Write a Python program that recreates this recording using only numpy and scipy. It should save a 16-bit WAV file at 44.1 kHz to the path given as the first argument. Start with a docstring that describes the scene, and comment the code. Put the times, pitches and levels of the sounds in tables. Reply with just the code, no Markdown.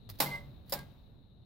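"""An old manual typewriter, close to the microphone on an outdoor ledge: two keys are pressed.
Each clack is decaying noise for its many levers, plus sine waves for the steel frame and hollow base.
Short noise ticks of the linkage surround the clacks, and the carriage slides on with a rasp and thin squeal.
Behind it, shaped noise makes the answer of a stone wall, a low rumble, faint air and a high hiss band."""
import sys
import numpy as np
from scipy import signal
from scipy.fft import rfft, irfft, next_fast_len
from scipy.io import wavfile
from scipy.ndimage import map_coordinates

SR = 44100
rng = np.random.default_rng(int(sys.argv[2]) if len(sys.argv) > 2 else 0)


def int16_out(signal):
    """Quantize to a 16-bit WAV file."""
    q = np.round(np.clip(np.atleast_2d(signal).T, -1, 1) * 32767)
    wavfile.write(sys.argv[1], SR, q.astype(np.int16))


N = 63945  # length in samples

# The key clacks. 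Each row: start in seconds, level in dB, bass boost in dB, treble boost in dB,
# factor on the ringing times, left-minus-right level in dB.
KEY_CLACKS = [(0.2015, -24, 1, 1.5, 1.0, -1), (.7230, -30, 2.5, -0.5, 0.83, -0.5)]
# How alike steel noise is on both sides. Each row: frequency in Hz, likeness (1 is identical).
STEEL_LIKENESS = [(150, 0.97), (600, 1), (1200, 0.34), (4000, 0.45), (12000, 0.36)]
RATTLE_DB = 2  # strength of the quick flutter as loose levers chatter
MODE_SPREAD = 1.0  # radians of phase between the two microphones
LEFT_RIGHT = np.array([[.5], [-.5]])  # shares a difference between the two sides


def amp(db):
    """Turn decibels into a gain."""
    return 10 ** (np.asarray(db) / 20)


def unit(x):
    """Scale to an rms level of 1."""
    return x / np.sqrt(np.mean(x ** 2) + 1e-20)


def along(points, hz):
    """Read a curve of (Hz, value) points, joined on a logarithmic frequency axis."""
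    f, v = np.transpose(points)
    return np.interp(np.log(hz + 1), np.log(f + 1), v)


def since(s):
    """Seconds since a moment, zero before it."""
    return np.maximum(np.arange(N) / SR - s, 0)


def fade(t, t60):
    """Exponential decay that falls by 60 dB in t60 seconds."""
    return np.exp(-np.log(1000) * t / np.maximum(t60, 1e-3))


def pan(db):
    """Left and right gains for a level difference; positive leans left."""
    g = amp(LEFT_RIGHT * db)
    return g / np.sqrt(np.mean(g ** 2, axis=0))


def wobble(rate):
    """A smooth random curve with this many random points a second."""
    points = rng.standard_normal(int(N * rate / SR) + 4)
    return map_coordinates(points, [np.arange(N) * rate / SR])


def filtered(x, response):
    """Multiply the spectrum of x by a response of frequency."""
    m = next_fast_len(N + SR // 2)
    return irfft(rfft(x, m) * response(np.fft.rfftfreq(m, 1 / SR)), m)[..., :N]


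def noise(colour, alike):
    """Stereo noise of rms 1 with a given colour and left-right likeness."""
    def response(hz):
        turn = np.arccos(np.clip(along(alike, hz), -1, 1)) / 2
        return amp(along(colour, hz)) * [np.cos(turn), np.sin(turn)]

    mid, side = filtered(rng.standard_normal((2, N)), response)
    return unit(np.array([mid + side, mid - side]))


def dying(x, s, t60s, length=1):
    """From moment s on, each frequency of x dies at its own speed."""
    hz, t, z = signal.stft(x, SR, nperseg=256)
    decay = fade(np.maximum(t - s, 0), length * along(t60s, hz)[:, None])
    return signal.istft(z * decay, SR, nperseg=256)[1][:, :N]


def shelf(hz, corner_hz):
    """A gentle step: near one below the corner, near zero far above."""
    return 1 / (1 + (hz / corner_hz) ** 2)


def clacks():
    """A hard stop: a crack, the chattering ring of many levers, the frame's modes and the slower boom of the base."""
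    # Each row: frequency in Hz, level in dB per Hz before scaling to rms 1.
    lever_colour = [(60, -34), (130, -21), (260, -6), (388, -9.5), (544, -1), (700, -6.5), (850, -2.5),
                    (1300, -9.5), (1900, -7.5), (3100, -13), (3990, -7.5), (5500, -14), (6200, -16.5),
                    (6650, -20.5), (7100, -14), (8800, -17), (10000, -13), (10800, -12.5), (12300, -5.5),
                    (15800, -11.5)]
    # Each row: frequency in Hz, ringing time (60 dB fall) in seconds before the length factor.
    lever_t60 = [(200, 0.25), (700, 0.27), (2000, 0.19), (5000, 0.2), (12000, 0.18)]
    # Each row: frequency in Hz, left-minus-right level in dB.
    steel_pan = [(150, -4), (550, 6.5), (1200, -4.5), (2200, 4), (4500, -2), (8000, 5.5), (13000, -6)]
    # Ringing modes of the steel frame. Each row: frequency in Hz, level in the first clack and in the
    # second in dB relative to that clack, ringing time in seconds before the length factor,
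    # left-minus-right level in dB.
    frame_modes = [(576.5, -14, -3, 0.16, 7), (520, -20.5, -5.5, .12, 5), (834.6, -10, -17.5, 0.3, 8.5),
                   (932, -18.5, -21, .3, 5), (1074.3, -14, -13, 0.14, 0), (1164, -16, -25, 0.28, 3),
                   (1825, -17, -26, .11, 1), (3715, -22.5, -27, .13, -1), (4690, -19.5, -6.5, .1, -4.5),
                   (4884, -18, -16, .1, -4.5), (5090, -23.5, 0.5, 0.082, -9.5), (5456, -11, -18, .12, -4),
                   (7160, -22, -11, .11, -1.5), (8285, -22.5, -16, .12, -0.5), (10970, -14, -33, .1, -5),
                   (11625, -11, -21, .11, -6), (11822, -12.5, -21, .11, -5.5), (12170, -15, -29, .11, -7.5),
                   (12500, -10, -24, .11, -5.5)]
    # Boom of the hollow base. Each row: frequency it settles at in Hz, level in dB relative to the clack,
    # ringing time in seconds before the length factor.
    base_modes = [(139.5, -6.5, 0.62), (185.1, -8, 0.35)]
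    crack_db, crack_t60 = -5, .014  # first contact, over the ring
    base_rise_s = 0.073  # before the length factor squared
    base_sag, base_sag_s = .12, .04  # the boom starts this share sharp and settles
    out = np.zeros((2, N))
    for k, (s, db, bass_db, treble_db, length, pan_db) in enumerate(KEY_CLACKS):
        t = since(s)

        def tone(hz):
            tilt_db = bass_db * shelf(hz, 900) + treble_db * (2.5 - shelf(hz, 7050))
            return pan(pan_db + along(steel_pan, hz)) * amp(tilt_db)

        levers = dying(filtered(noise(lever_colour, STEEL_LIKENESS), tone), s, lever_t60, length)
        crack = 1 + amp(crack_db) * fade(t, crack_t60)
        hit = amp(-1.5 + RATTLE_DB * wobble(450)) * levers * crack
        for hz, *levels, t60, mode_pan in frame_modes:
            # high modes reach the two sides further out of step
            spread = (1 - shelf(hz, 900)) * MODE_SPREAD * rng.choice([-1, 1]) * LEFT_RIGHT
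            phase = 2 * np.pi * (hz * t + rng.random()) + .3 * wobble(90) + spread
            hit += pan(mode_pan) * amp(levels[k]) * fade(t, t60 * length) * np.sin(phase)
        for hz, level, t60 in base_modes:
            cycles = hz * (t + base_sag * base_sag_s * (1 - np.exp(-t / base_sag_s)))
            swell = 1 - np.exp(-t / (base_rise_s * length ** 2))
            hit += amp(level) * fade(t, t60 * length) * swell * np.sin(2 * np.pi * cycles)
        out += amp(db) * hit * (1 - np.exp(-t / .0004))
    return out


def ticks():
    """Small steel contacts of the linkage: short bursts of noise around each clack."""
    # Each row: start in seconds, level in dB, boost of the body below the treble in dB,
    # ringing time in seconds, left-minus-right level in dB.
    contacts = [(0.0907, -50, 7.5, 0.12, 5), (0.098, -39.5, -1.5, 0.056, -6.5),
                (0.1875, -46, 0.5, 0.099, -8), (.2122, -27.5, -2.5, .02, -0.5),
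                (0.6958, -40.5, -9.5, 0.098, 0), (0.7222, -24.5, -9, 0.036, 8),
                (0.7375, -17, -16, 0.023, -25), (.7900, -42.5, 7, 0.018, -5)]
    # Each row: frequency in Hz, level in dB per Hz before scaling to rms 1.
    tick_colour = [(120, -29.5), (300, 2), (600, -2), (1100, 1), (1500, -11.5), (1850, -4), (2800, -7.5),
                   (4700, 3.5), (6300, -9.5), (7500, -8), (8500, -16), (10500, -2.5), (13000, -1),
                   (15800, 1.5)]
    out = np.zeros((2, N))
    for s, db, body_db, t60, pan_db in contacts:
        t = since(s)
        ring = filtered(noise(tick_colour, STEEL_LIKENESS), lambda hz: amp(body_db * shelf(hz, 5400)))
        shape = amp(RATTLE_DB * wobble(450)) * fade(t, t60) * (1 - np.exp(-t / .0004))
        out += amp(db) * pan(pan_db) * ring * shape
    return out


def thuds():
    """A low swell in the base as the finger pushes the key: a sine that rises and dies softly."""
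    # Each row: start in seconds, pitch in Hz, peak level in dB, rise time in seconds.
    pushes = [(0.061, 103.3, -49.5, 0.046)]
    out = 0
    for s, hz, db, rise in pushes:
        t = since(s)
        swell = t / rise * np.exp(1 - t / rise)
        out = out + amp(db) * swell * np.sin(2 * np.pi * hz * t)
    return out


def carriage():
    """The carriage rasps along its rail; rubbed resonances grow into a squeal until it stops, then ring out."""
    # Each row: start in seconds, stop in seconds, rasp level at the start in dB,
    # squeal level in dB before the swell and the level of each resonance.
    slides = [(.255, .357, -45, -35.5), (.757, .795, -51.5, -50)]
    # Each row: frequency in Hz, level in dB per Hz before scaling to rms 1.
    rasp_colour = [(120, -27), (200, -7.5), (440, -11), (950, -12.5), (1790, -24), (2080, -10.5),
                   (2600, -21), (4310, -16), (6450, -30.5), (9000, -27.5), (15800, -28.5)]
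    # Resonances rubbed by the slide. Each row: centre frequency in Hz, level in the first slide and in
    # the second in dB relative to that squeal, ringing time in seconds, left-minus-right level in dB.
    rubbed = [(2058, 0, -6, 0.21, -4), (2086, 0, -15, 0.17, 0.5), (1615, -16.5, 4.5, 0.18, 4),
              (940, -11, -6, 0.18, 1), (1130, -14.5, -6.5, 0.25, 1), (573.5, -13.5, -6.5, 0.62, 5.5)]
    rasp_t60, rasp_fall_db_per_s = 0.26, 60
    squeal_wander, squeal_swell_db = 0.0045, 5  # wander is a share of the pitch
    out = np.zeros((2, N))
    for k, (start, stop, rasp_db, ring_db) in enumerate(slides):
        t, after = since(start), since(stop)
        progress = np.clip(t / (stop - start), 0, 1)
        swell = amp(ring_db + squeal_swell_db * (progress - 2))
        rasp_gain = fade(after, rasp_t60) * amp(rasp_db - rasp_fall_db_per_s * t)
        slide = noise(rasp_colour, STEEL_LIKENESS) * rasp_gain
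        slide *= amp(1.5 * wobble(250))  # roughness of the rasp
        for hz, *levels, t60, pan_db in rubbed:
            phase = 2 * np.pi * np.cumsum(hz * (1 + squeal_wander * wobble(70))) / SR
            gain = pan(pan_db) * swell * amp(levels[k] + wobble(67)) * fade(after, t60)
            slide += gain * np.sin(phase + MODE_SPREAD * LEFT_RIGHT)
        out += slide * (1 - np.exp(-t / 0.0027))
    return out


def echo():
    """The stone wall's answer to each clack: a faint, diffuse tail of noise whose pitches die at their own speeds."""
    # Each row: frequency in Hz, level in dB per Hz before scaling to rms 1.
    echo_colour = [(150, 1), (300, -2), (560, 7), (1000, 1.5), (2000, -7.5), (4000, -3.5), (6000, -14.5),
                   (8500, -24), (11000, -19), (14000, -12), (15800, -13.5)]
    # Each row: frequency in Hz, dying time (60 dB fall) in seconds.
    echo_t60 = [(200, 0.83), (600, 1.2), (2000, 1.3), (6000, .9), (14000, 1.23)]
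    echo_db = -28  # relative to the clack
    out = 0
    for s, db, *_ in KEY_CLACKS:
        tail = dying(noise(echo_colour, [(200, .7), (2000, .25)]), s, echo_t60)
        out = out + amp(db + echo_db) * (1 - np.exp(-since(s) / .015)) * tail
    return out * pan(1.8)


def faint_noise():
    """Faint fluttering noise that rises before each clack and ends at it."""
    # Each row: start in seconds, stop in seconds, level in dB.
    stretches = [(.105, 0.204, -63.5), (0.649, 0.726, -64.5)]
    # Each row: frequency in Hz, level in dB per Hz before scaling to rms 1.
    noise_colour = [(300, -10), (1500, 0.5), (2500, -1.5), (4200, 3), (6500, -11), (8500, -14),
                    (11000, -5.5), (15800, 0.5)]
    rise_s = .02
    gate = 0
    for start, stop, db in stretches:
        gate = gate + amp(db) * (1 - np.exp(-since(start) / rise_s)) * fade(since(stop), .02)
    return gate * pan(-3.5) * noise(noise_colour, STEEL_LIKENESS) * amp(3.1 * wobble(150))


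def outdoors():
    """Low rumble, thin air and a fluttering band of hiss to the left, all made from coloured noise."""
    # Colours of the rumble, the hiss and the air.
    # Each row: frequency in Hz, level in dB per Hz before scaling to rms 1.
    rumble_colour = [(12, -31.5), (20, -3.5), (65, -0.5), (126, -1.5), (221, -9.5), (345, -18),
                     (487, -21.5), (620, -24), (892, -29), (987, -31.5), (2500, -46.5), (3250, -72.5),
                     (5500, -120)]
    hiss_colour = [(2000, -31), (2800, -9.5), (3300, -14.5), (3700, 2.5), (3950, 3.5), (4250, -4.5),
                   (4900, -31), (7000, -41)]
    air_colour = [(300, 8.5), (1000, 1), (2500, -7), (5000, -8.5), (8000, -14.5), (13000, -7), (15800, -14)]
    # Slow course of the rumble. Each row: time in seconds, level in dB before a small wobble.
    rumble_level = [(0, -54.5), (.13, -51.5), (.3, -50.5), (.6, -52.5), (.8, -51), (1.0, -56.5),
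                    (1.16, -54.5), (1.28, -58), (1.44, -59)]
    hiss_db, hiss_pan_db = -69, 13.5
    air_db, fall_db_per_s = -80.5, 5  # air and hiss both sink slowly
    level_db = np.interp(np.arange(N) / SR, *np.transpose(rumble_level))
    rumble = noise(rumble_colour, [(30, 0.21), (130, .8), (1000, 0.2)]) * amp(level_db + 0.62 * wobble(11))
    rumble = filtered(rumble, lambda hz: pan(along([(35, -3.5), (120, -1), (500, 1.5)], hz)))
    hiss = noise(hiss_colour, [(4000, 0.55)]) * pan(hiss_pan_db) * amp(hiss_db + 1.4 * wobble(140))
    air = amp(air_db) * noise(air_colour, [(1000, 0.401)])
    return rumble + (hiss + air) * amp(-fall_db_per_s * since(0))


def scene():
    """The typewriter, its echo, the faint noise before the clacks and the open air."""
    machine = clacks() + ticks() + thuds() + carriage()
    return machine + echo() + faint_noise() + outdoors()


def record(dry):
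    """A very steep filter removes what lies above the band limit."""
    top_hz = 16000
    return filtered(dry, lambda hz: 1 / (1 + (hz / top_hz) ** 120))


dry = scene()
out = record(dry)
int16_out(out)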